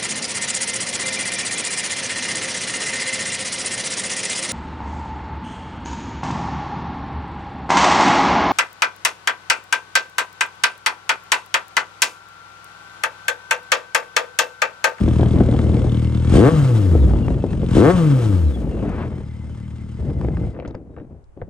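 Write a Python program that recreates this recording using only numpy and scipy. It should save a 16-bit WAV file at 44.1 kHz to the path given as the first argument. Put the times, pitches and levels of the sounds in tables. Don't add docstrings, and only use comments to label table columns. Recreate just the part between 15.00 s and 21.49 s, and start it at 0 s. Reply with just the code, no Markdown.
import sys
import numpy as np
from scipy import signal
from scipy.fft import rfft, irfft, next_fast_len
from scipy.io import wavfile
from scipy.ndimage import uniform_filter1d

SR = 44100
rng = np.random.default_rng(int(sys.argv[2]) if len(sys.argv) > 2 else 0)


def master_out(mix):
    frames = np.transpose(np.atleast_2d(mix))
    ceiling = np.clip(frames, -1, 1)
    pcm = np.round(ceiling * 32767).astype(np.int16)
    wavfile.write(sys.argv[1], SR, pcm)


N = 286209
T = np.arange(N) / SR

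ENGINE_OFF_S = 5.5


def engine():
    hz = speed() + .6 * walk(25)
    turns = .6 + np.cumsum(hz) / SR
    age = turns % 1 / hz
    stopped = np.maximum(T - ENGINE_OFF_S, 0)
    exhaust_fade = np.exp(-stopped / 0.0057)
    machine_fade = np.exp(-stopped / 0.035)
    return exhaust(turns, hz, age) * exhaust_fade + machinery(turns, hz, age) * machine_fade


# opens in seconds, shuts in seconds, firing rate aimed for in Hz,
# bark under load in dB, bark just after shutting in dB.
BLIPS = [(1.314, 1.507, 168.8, -10.5, -23.5), (2.731, 2.918, 191.8, -10, -22)]
# time in seconds, firings per second in Hz.
IDLE = [(0, 40.13), (1, 39.18), (1.3, 40.99), (2.4, 39.48), (2.7, 40.8), (4.8, 37.54)]
COAST_S, FLYWHEEL_S = .8, .04
FRICTION_HZ = 45
CATCH_HZ, CATCH_DELAY_S, CATCH_WIDTH_S = 11.5, .79, .28


def speed():
    idle, revs, catch = curve(IDLE), 0, 0
    for opens, shuts, peak_hz, _, _ in BLIPS:
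        climb = (idle + (peak_hz - idle) * ramp(opens, shuts - opens)) * (T > opens)
        run_down = np.exp(-np.maximum(T - shuts, 0) / COAST_S)
        revs = np.maximum(revs, (climb + FRICTION_HZ) * run_down - FRICTION_HZ)
        catch = catch + CATCH_HZ * swell(shuts + CATCH_DELAY_S, CATCH_WIDTH_S)
    caught = ((idle + catch) ** 8 + revs ** 8) ** (1 / 8)
    return uniform_filter1d(caught, int(FLYWHEEL_S * SR))


MISFIRE_S, MISFIRE_WIDTH_S, MISFIRE_DB = 1.5, 0.0052, -16


def exhaust(turns, hz, age):
    above_idle = np.clip((hz - 43) / (57 - 43), 0, 1)
    overrun = .88 * np.clip(coasting(), 0, 1) * above_idle
    boom = undb(-2.0) * soft_boom(turns, hz, age, overrun) * boom_gain(hz)
    bark = hard_bark(turns, hz, age, overrun) * bark_gain(hz)
    misfire = undb(MISFIRE_DB * swell(MISFIRE_S, MISFIRE_WIDTH_S))
    return (boom + bark + pipe_ring(hz, age)) * misfire


# centre in Hz, width in Hz, relative level in dB.
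SILENCER = [(77, 10.4, 1), (117.3, 20.5, 0.5), (198.7, 49.5, -4), (300.6, 104, -10.5), (500, 130, -21.5),
            (1120, 290, -34)]


def soft_boom(turns, hz, age, overrun):
    turbulence = undb(-9 - 7 * throttle()) * noise() * (1 + np.exp(-age / .004)) * np.sqrt(hz / SR)
    drive = firings(turns, scatter_db=1.3, jitter=.024) + turbulence
    boom = 0
    for k, (centre, width, db) in enumerate(SILENCER):
        boom = boom + undb(db) * resonate(drive, centre, width) * (-1) ** k
    boom = colour(boom, [(22, -60.5), (45, 20.5), (70, 1), (450, -2.5), (900, -4.5), (3000, -8.5)])
    shaded = colour(boom, [(160, -0.5), (280, -2), (400, -5.5), (600, -15), (1200, -4.5)])
    shaded = disperse(disperse(shaded, hz=290, width_hz=55), hz=400, width_hz=80)
    shade = np.clip(2 * forward_place(), 0, 1)
    boom = (1 - shade) * disperse(boom, hz=354, width_hz=125) + shade * shaded
    return (1 - overrun) * steady(boom, turns) + overrun * pumping(turns, hz)


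# frequency in Hz, relative level in dB.
BARK = [(60, -29), (150, -14.5), (240, 1.5), (320, 8), (480, 1.5), (590, -11), (700, -6), (950, -19.5),
        (1130, -9.5), (1400, -22), (2000, -26.5), (3000, -25), (6000, -56), (12000, -47)]


def hard_bark(turns, hz, age, overrun):
    pulses = colour(firings(turns, scatter_db=1, jitter=.0015), BARK)
    hard = steady(brighten(disperse(pulses, hz=307, width_hz=380), hz), turns)
    jet = colour(noise() * np.exp(-age / 0.0029), BARK)
    jet = colour(jet, [(300, -8.0), (1000, -3.0), (4000, 1.0)])
    jet_share = undb(-20 + 15 * overrun)
    bark = (hard + jet_share * steady(jet, turns)) / np.hypot(1, jet_share)
    rasp = colour(bark, [(350, -18), (600, -7), (900, 0)])
    edge = colour(hard, [(600, -35), (1100, -13), (1550, -1), (2200, 1), (3200, -12), (5000, -25)])
    edge_share = throttle() * np.clip((hz - 90) / 60, 0, 1)
    return (1 - overrun) * bark + overrun * rasp + edge_share * edge


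def pipe_ring(hz, age):
    ring = unit(resonate(noise() * np.exp(-age / 0.008), 1230, 150))
    return ring * undb(-47.0 + 10 * np.log2(hz / 150)) * coasting() * (1 - forward_place())


# multiple of the firing rate, relative level in dB.
PUMPING = [(1, 3), (2, -13), (3, -15.5), (4, -21), (5, -26), (6, -33), (7, -26.5)]
# frequency in Hz, gain in dB.
PIPE = [(50, -1.5), (100, -1.5), (175, 0), (225, -6), (245, -4), (275, 8), (325, 6), (365, -3), (430, -1),
        (490, 3), (570, -9), (680, -5), (900, -15)]


def pumping(turns, hz, db=-1):
    note = 0
    for k, level_db in PUMPING:
        level = undb(level_db + across(PIPE, k * hz) + 1.8 * walk(18))
        note = note + level * np.cos(2 * np.pi * k * turns)
    uneven = 1 + .08 * np.cos(np.pi * turns / 2) + .11 * walk(150)
    gas = colour(noise(), [(30, -30), (60, -3), (150, 0), (320, 0), (520, -7), (750, -20), (1500, -40)])
    return undb(db) * (note * uneven + undb(-16) * unit(gas))


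CYLINDERS = [-2.2, -1, -1.5, -3.8]


def firings(turns, scatter_db, jitter):
    place = np.interp(np.arange(1, int(turns[-1])), turns, np.arange(N))
    count = len(place)
    size = undb(np.resize(CYLINDERS, count) + scatter_db * noise()[:count])
    place = np.clip(place + jitter * np.gradient(place) * noise()[:count], 0, N - 1)
    pulses, sample = np.zeros(N + 1), place.astype(int)
    pulses[sample] += size * (1 - place % 1)
    pulses[sample + 1] += size * (place % 1)
    return pulses[:N]


def steady(x, turns, count=3):
    energy = np.cumsum(x ** 2)
    start = np.interp(turns - count / 2, turns, np.arange(N))
    end = np.interp(turns + count / 2, turns, np.arange(N))
    power = (energy[end.astype(int)] - energy[start.astype(int)]) / (end - start)
    return x / np.sqrt(power + np.mean(x ** 2) / 10 ** 2)


def brighten(x, hz, dull_hz=80, bright_hz=165):
    steep = np.clip((hz - dull_hz) / (bright_hz - dull_hz), 0, 1)
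    dull = colour(x, [(450, 6.5), (1000, -5.5), (2500, -9.0)])
    bright = colour(x, [(300, 1.5), (500, 7.5), (900, 8.5), (1600, 9.5), (2600, -5.5), (4000, 1.0)])
    return (1 - steep) * dull + steep * bright


def disperse(x, hz, width_hz):
    return x - 2 * resonate(x, hz, width_hz)


# frequency in Hz, relative level in dB.
MACHINE = [(200, 12.5), (600, 11.5), (1100, 9.5), (1700, 4.5), (2300, 1), (3300, 0.5), (4200, -3.5),
           (5500, -6), (7300, -7), (8800, -5), (9600, -10), (10300, -29.5), (12000, -18), (15500, -37)]


def machinery(turns, hz, age):
    forward = forward_place()
    rush = noise() * (1 + .8 * np.exp(-age / 0.0043)) * undb(1.54 * walk(70))
    rush = unit(colour(rush, MACHINE))
    ticks = noise() * np.exp(-age / .004) * undb(4 * np.tanh(walk(45)))
    ticks = resonate(resonate(ticks, 3180, 750), 3200, 2200)
    valve_db = 3 - 40 * forward - 5 * coasting() - 10 * gulp()
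    valves = unit(ticks) * np.clip(45 / hz, 0, 1) * undb(valve_db)
    chains = undb(-1 + 6.2 * np.tanh(walk(25))) * forward * unit(resonate(rush, 2100, 650))
    rush = undb(11.0 + 1.0 * forward) * rush
    return (rush + valves + chains + gear_whine(turns, hz, forward)) * machine_gain(hz)


# multiple of the firing rate, relative level in dB.
GEARS = [(54, -0.5), (80, -14), (133, -5.5)]
# frequency in Hz, gain in dB.
CASES = [(1500, -10), (2100, -3), (2900, 1), (3800, -1), (5000, -10), (6500, -11), (8000, -24),
         (12000, -45)]


def gear_whine(turns, hz, forward):
    tones = 0
    for multiple, db in GEARS:
        flutter = undb(7.5 * np.tanh(walk(35)))
        tones = tones + undb(db) * flutter * np.sin(2 * np.pi * multiple * turns + 1.6 * walk(200))
    settling = coasting() * near(hz, centre_hz=62, width=.28)
    chirps = 7 * np.tanh(2 * walk(30) - 1)
    closeness_db = 6 * np.clip(4 * forward, 0, 1)
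    level_db = -1 + closeness_db - 2 * octaves(hz) + (2 + chirps) * settling - 14 * gulp()
    return colour(tones, CASES) * undb(level_db)


# time in seconds, place from 0 at the silencer
FORWARD = [(3.3, 0.012), (4.3, 0.4)]


def forward_place():
    return np.clip(curve(FORWARD), 0, 1)


BARK_ATTACK_S, BARK_RELEASE_S, BARK_DB_PER_OCTAVE = 0.035, 0.01, 15.5


def throttle():
    return sum(ramp(opens, BARK_ATTACK_S) - shutting(shuts) for opens, shuts, *_ in BLIPS)


def shutting(shuts):
    return ramp(shuts - BARK_RELEASE_S / 2, BARK_RELEASE_S)


GULP_DELAY_S, GULP_WIDTH_S = 0.026, 0.058


def gulp():
    return sum(swell(opens + GULP_DELAY_S, GULP_WIDTH_S) for opens, *_ in BLIPS)


def coasting(length_s=1.15):
    return sum(ramp(shuts, 0.072) - ramp(shuts + length_s, 0.028) for _, shuts, *_ in BLIPS)


def octaves(hz):
    return np.log2(hz / curve(IDLE))


def near(hz, centre_hz, width):
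    return np.exp(-(np.log2(hz / centre_hz) / width) ** 2)


# time in seconds, exhaust boom gain in dB,
# mechanical noise gain in dB.
ENGINE = [(0, -13, -51), (1.25, -15.5, -52.5), (2.05, -12.5, -58.5), (2.4, -25.5, -59), (2.7, -19.5, -56),
          (3.35, -13, -57), (3.6, -20, -62.5), (4.2, -29, -63.5), (5.1, -28.5, -63.5)]
BOOM_DB_PER_OCTAVE, MACHINE_DB_PER_OCTAVE = 3, 5
CUT_WIDTH_S, CUT_DB = 0.019, -11


def boom_gain(hz, gulp_db=6):
    cut = sum(swell(shuts, CUT_WIDTH_S) for _, shuts, *_ in BLIPS)
    return undb(curve(ENGINE) + BOOM_DB_PER_OCTAVE * octaves(hz) + gulp_db * gulp() + CUT_DB * cut)


def bark_gain(hz, linger_s=0.53, sag_db=-5, sag_s=0.0092):
    gain = 0
    for opens, shuts, peak_hz, load_db, coast_db in BLIPS:
        shut = shutting(shuts)
        loaded = ramp(opens, BARK_ATTACK_S) ** 2 * undb(load_db + sag_db * swell(shuts, sag_s))
        after = undb(coast_db + BARK_DB_PER_OCTAVE * np.log2(hz / peak_hz))
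        after = after * (1 - ramp(shuts + linger_s, 0.059))
        gain = gain + (1 - shut) * loaded + shut * after
    return gain


def machine_gain(hz, gulp_db=13, load_db=3, rattle_db=4.0):
    rattle = coasting() * near(hz, centre_hz=111.4, width=0.055)
    level_db = curve(ENGINE, axis=2) + MACHINE_DB_PER_OCTAVE * octaves(hz)
    return undb(level_db + gulp_db * gulp() + load_db * throttle() + rattle_db * rattle)


# start in seconds, relative level in dB.
THUDS = [(1.562, -19), (1.63, -8), (2.945, -14)]


def thuds(hz=105):
    return sum(undb(db) * burst(s, decay_s=0.011) * np.sin(2 * np.pi * hz * (T - s)) for s, db in THUDS)


# start in seconds, relative level in dB,
# centre in Hz, rattle decay in seconds, relative level of the knock on the panel in dB.
CLICKS = [(5.564, -36, 1090, 0.0033, -26), (5.590, -43, 1400, 0.00075, -18),
          (5.600, -24, 2220, 0.00043, -23), (5.624, -39, 1800, .001, -22), (5.63, -34, 1490, 0.0009, -31),
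          (5.65, -25, 1400, 0.0042, -27), (5.659, -34, 2170, .0015, -34), (5.676, -38.5, 5260, .007, -25.5),
          (5.709, -44, 3200, 0.0035, -38), (5.746, -50, 3530, 0.0044, -24.5),
          (5.751, -36, 3850, 0.00066, -23), (5.942, -48, 1290, .002, -43), (5.965, -33, 1310, 0.0033, -45),
          (5.975, -49, 1360, 0.0034, -25), (5.984, -34.5, 1250, 0.0024, -29),
          (5.999, -37, 1350, 0.0015, -37), (6.242, -49, 6000, .001, -65),
          (6.416, -26.5, 1300, 0.0009, -20.5), (6.4204, -43, 1270, .0005, -19)]


def clicks(size=4096):
    out = np.zeros(N + size)
    for s, db, hz, decay_s, panel_db in CLICKS:
        rattle = rng.standard_normal(size) * np.exp(-T[:size] / decay_s)
        strike = signal.unit_impulse(size) + .3 * rattle
        tick = resonate(resonate(strike, hz, .9 * hz), hz, .9 * hz)
        panel = resonate(resonate(strike, 500, 200), 560, 600)
        contact = signal.butter(3, min(1.7 * hz, SR / 4), fs=SR)
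        tick = undb(db) * peak(signal.lfilter(*contact, tick))
        knock = undb(panel_db) * peak(signal.lfilter(*contact, panel))
        out[int(s * SR):][:size] += tick + knock
    return colour(out[:N], [(7500, -4), (10000, -20)])


# time in seconds, fundamental in Hz,
# relative level in dB.
MOTOR = [(5.9, 1900, -75), (6.01, 1900, -69), (6.03, 1950, -73)]


def motor():
    phase = 2 * np.pi * np.cumsum(curve(MOTOR) * (1 + 0.0049 * walk(150))) / SR
    tone = sum(undb(-7 * (k - 0.5)) * np.sin(k * phase) for k in range(2, 5))
    running = ramp(MOTOR[0][0], .01) - ramp(MOTOR[-1][0], 0.043)
    return tone * running * undb(curve(MOTOR, axis=2))


# start in seconds, relative level in dB.
BUMPS = [(5.679, -22), (5.75, -21.5), (6.003, -31.5), (6.42, -25), (6.429, -22.5)]


def bumps(hz=88):
    out = 0
    for s, db in BUMPS:
        out = out + undb(db + 5.5) * burst(s, decay_s=0.0051) * np.sin(2 * np.pi * hz * (T - s))
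    return out


# frequency in Hz, relative level in dB.
RUMBLE = [(22, -46.5), (38, 1), (55, 17.5), (150, 13), (250, 2), (500, -57.5)]
BUFFET = [(25, -33.5), (60, -20), (160, -5), (300, -0.5), (480, -7), (750, -18), (1200, -36.5), (2500, -62),
          (6000, -83)]
CRACKLE = [(200, -16), (600, 0), (1100, -1), (1800, -7), (2700, -15), (4000, -27), (7000, -42),
           (12000, -65)]
# start in seconds, end in seconds, relative buffeting level in dB,
# then deep rumble and crackle, each in dB against the buffeting.
GUSTS = [(0, 0.132, -32.5, 7, -16.5), (0.194, 0.262, -22, -1.5, -16.5), (0.334, 0.418, -21.5, 2.5, -18.5),
         (0.451, 0.878, -28, 3.5, -24), (1.911, 2.302, -29.5, 9.5, -18), (2.315, 2.65, -34.5, 9.5, -24.5),
         (3.557, 3.824, -32, 4, -21), (3.819, 4.083, -31, -3.5, -19), (4.096, 4.22, -40.5, 5, -13),
         (4.432, 4.494, -43.5, 7.5, -22), (4.987, 5.184, -35, 7.5, -27), (5.185, 5.487, -34, 8, -21.5),
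         (5.529, 5.72, -39, 1, -16), (5.723, 6.18, -48, 2.5, -26), (5.964, 6.019, -44, -4, -23),
         (6.363, 6.487, -46, 3, -22.5)]
GUST_ATTACK_S, GUST_RELEASE_S = 0.0055, 0.029


def wind():
    eddies = np.tanh(walk(90))
    rumble = unit(colour(noise() * undb(2 * eddies), RUMBLE))
    buffet = unit(colour(noise() * undb(4.0 * eddies + 2 * walk(400)), BUFFET))
    grain = undb(6 * eddies + 4 * np.tanh(walk(600)))
    crackle = unit(colour(noise() * grain, CRACKLE))
    out = 0
    for start, end, db, rumble_db, crackle_db in GUSTS:
        fall = np.exp(-np.clip(T - end, 0, 1) / GUST_RELEASE_S)
        envelope = undb(db) * ramp(start, GUST_ATTACK_S) * fall
        out = out + envelope * (buffet + undb(rumble_db) * rumble + undb(crackle_db) * crackle)
    return undb(2) * out


# start in seconds, relative level in dB,
# crackle in dB added to that level.
SLAPS = [(0.08, -14, -15.5), (0.195, -12.5, -17), (0.231, -14.5, -8), (.406, -7, -29),
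         (0.488, -14.5, -19.5), (0.525, -18.5, -11), (0.546, -12.5, -22), (0.591, -18, -6.5),
         (.697, -14.5, -26), (0.771, -24, -31), (0.864, -28.5, -28), (1.952, -12, -39), (2.136, -15, -14.5),
         (2.194, -38, -27), (2.282, -16.5, -7), (2.305, -19, -14), (2.44, -12.5, -33.5),
         (2.532, -19.5, -9.5), (2.632, -18.5, -21.5), (3.613, -36.5, -36.5), (5.077, -31, -26),
         (5.101, -25.5, -12.5), (5.213, -33.5, 1.5), (5.247, -18.5, -13.5), (5.285, -17.5, -13.5),
         (5.37, -29.5, -1.5), (5.413, -23, -33), (6.375, -32.5, -23.5)]


def slaps():
    kicks, tumble, edge = np.zeros(N), 0, 0
    for s, db, crackle_db in SLAPS:
        kicks[int(s * SR)] = undb(db)
        tumble = tumble + undb(db) * burst(s, decay_s=0.011)
        edge = edge + undb(db + crackle_db) * burst(s, decay_s=0.0028, rise_s=0.000074)
    kicks = colour(kicks, BUFFET) / np.max(np.abs(colour(signal.unit_impulse(N), BUFFET)))
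    tumble = tumble * unit(colour(noise(), BUFFET))
    edge = edge * unit(colour(noise(), CRACKLE))
    return undb(3.0) * kicks + undb(-2.5) * tumble + undb(1.5) * edge


# centre in seconds, level in dB, half-width in seconds.
SWISHES = [(3.92, -40.5, .1), (4.02, -37, .045)]


def swishes():
    envelope = sum(undb(db) * swell(s, width_s) for s, db, width_s in SWISHES)
    return envelope * unit(colour(noise(), CRACKLE))


# frequency in Hz, difference in dB.
PORT_BALANCE = [(60, -0.5), (110, 2.5), (200, 4), (380, 2.5), (700, 4.5), (1290, 5.5), (2380, -1),
                (4400, 4.5), (8120, 1), (15000, 0)]
# frequency in Hz, phase in radians.
PORT_PHASE = [(60, 0.36), (250, 0.17), (700, 0.15), (2000, 1.32), (4000, 1.2), (8000, 1.08), (15000, 2.4)]


def ports(x, size=2048):
    padded = np.pad(x, size, mode="reflect", reflect_type="odd")
    length = next_fast_len(len(padded))
    freqs = np.arange(length // 2 + 1) * SR / length
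    half = undb(across(PORT_BALANCE, freqs) / 2) * np.exp(.5j * across(PORT_PHASE, freqs))
    return irfft(rfft(padded, length) * np.array([half, 1 / half]), length)[:, size:size + N]


def yard(x, t60_s=.075, size=16384):
    tail = rng.standard_normal((2, size)) * undb(-60 * T[:size] / t60_s)
    tail /= np.sqrt(np.sum(tail ** 2, axis=1, keepdims=True))
    scattered = colour(x, [(100, -13.0), (500, -8.0), (1500, -4.0), (4000, -12.0), (9000, -15.5)])
    return signal.fftconvolve(scattered[None], tail, axes=1)[:, :N]


# frequency in Hz, relative level in dB.
OUTDOORS = [(20, -5.5), (70, -2.5), (200, -26.5), (550, -23.5), (1200, -34), (4000, -54.5), (9000, -53),
            (15000, -80)]
OUTDOORS_DB = -49.5


def surroundings():
    return np.array([unit(colour(noise(), OUTDOORS)) for _ in range(2)]) * undb(OUTDOORS_DB)


def undb(db):
    return 10 ** (np.asarray(db) / 20)


def unit(x):
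    return x / np.sqrt(np.mean(x ** 2))


def peak(x):
    return x / np.max(np.abs(x))


def curve(rows, axis=1):
    rows = np.array(rows)
    return np.interp(T, rows[:, 0], rows[:, axis])


def across(points, freqs):
    hz, value = np.transpose(points)
    return np.interp(np.log(np.maximum(freqs, 1)), np.log(hz), value)


def colour(x, points, size=4096):
    gain = undb(across(points, np.linspace(0, SR / 2, size // 2 + 1)))
    cepstrum = irfft(np.log(gain))
    cepstrum[1:size // 2] *= 2
    cepstrum[size // 2 + 1:] = 0
    return signal.fftconvolve(x, irfft(np.exp(rfft(cepstrum))))[:N]


def resonate(x, hz, width_hz):
    return signal.lfilter(*signal.iirpeak(hz, max(hz / width_hz, .5), fs=SR), x + 1e-18)


def noise():
    return rng.standard_normal(N)


def walk(rate):
    hold = max(int(SR / rate), 1)
    steps = np.repeat(noise()[:N // hold + 1], hold)
    return unit(uniform_filter1d(steps, hold)[:N])


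def burst(start_s, decay_s, rise_s=0.00088):
    age = np.clip(T - start_s, 0, 20 * decay_s)
    return (1 - np.exp(-age / rise_s)) * np.exp(-age / decay_s)


def swell(centre_s, width_s):
    return np.exp(-((T - centre_s) / width_s) ** 2)


def ramp(start_s, length_s):
    return np.clip((T - start_s) / length_s, 0, 1)


def scene():
    bike = engine() + clicks() + motor()
    near_sounds = bike + thuds() + bumps() + wind() + slaps() + swishes()
    between_ports = undb(-16) * wind() * np.array([[1], [-1]])
    return ports(near_sounds) + between_ports + yard(bike) + surroundings()


TOP_HZ = 15800


def record(dry):
    rounded = np.tanh(.95 * dry) / .95
    return signal.sosfilt(signal.ellip(8, .2, 70, TOP_HZ, fs=SR, output="sos"), rounded)


dry = scene()
out = record(dry)
master_out(out)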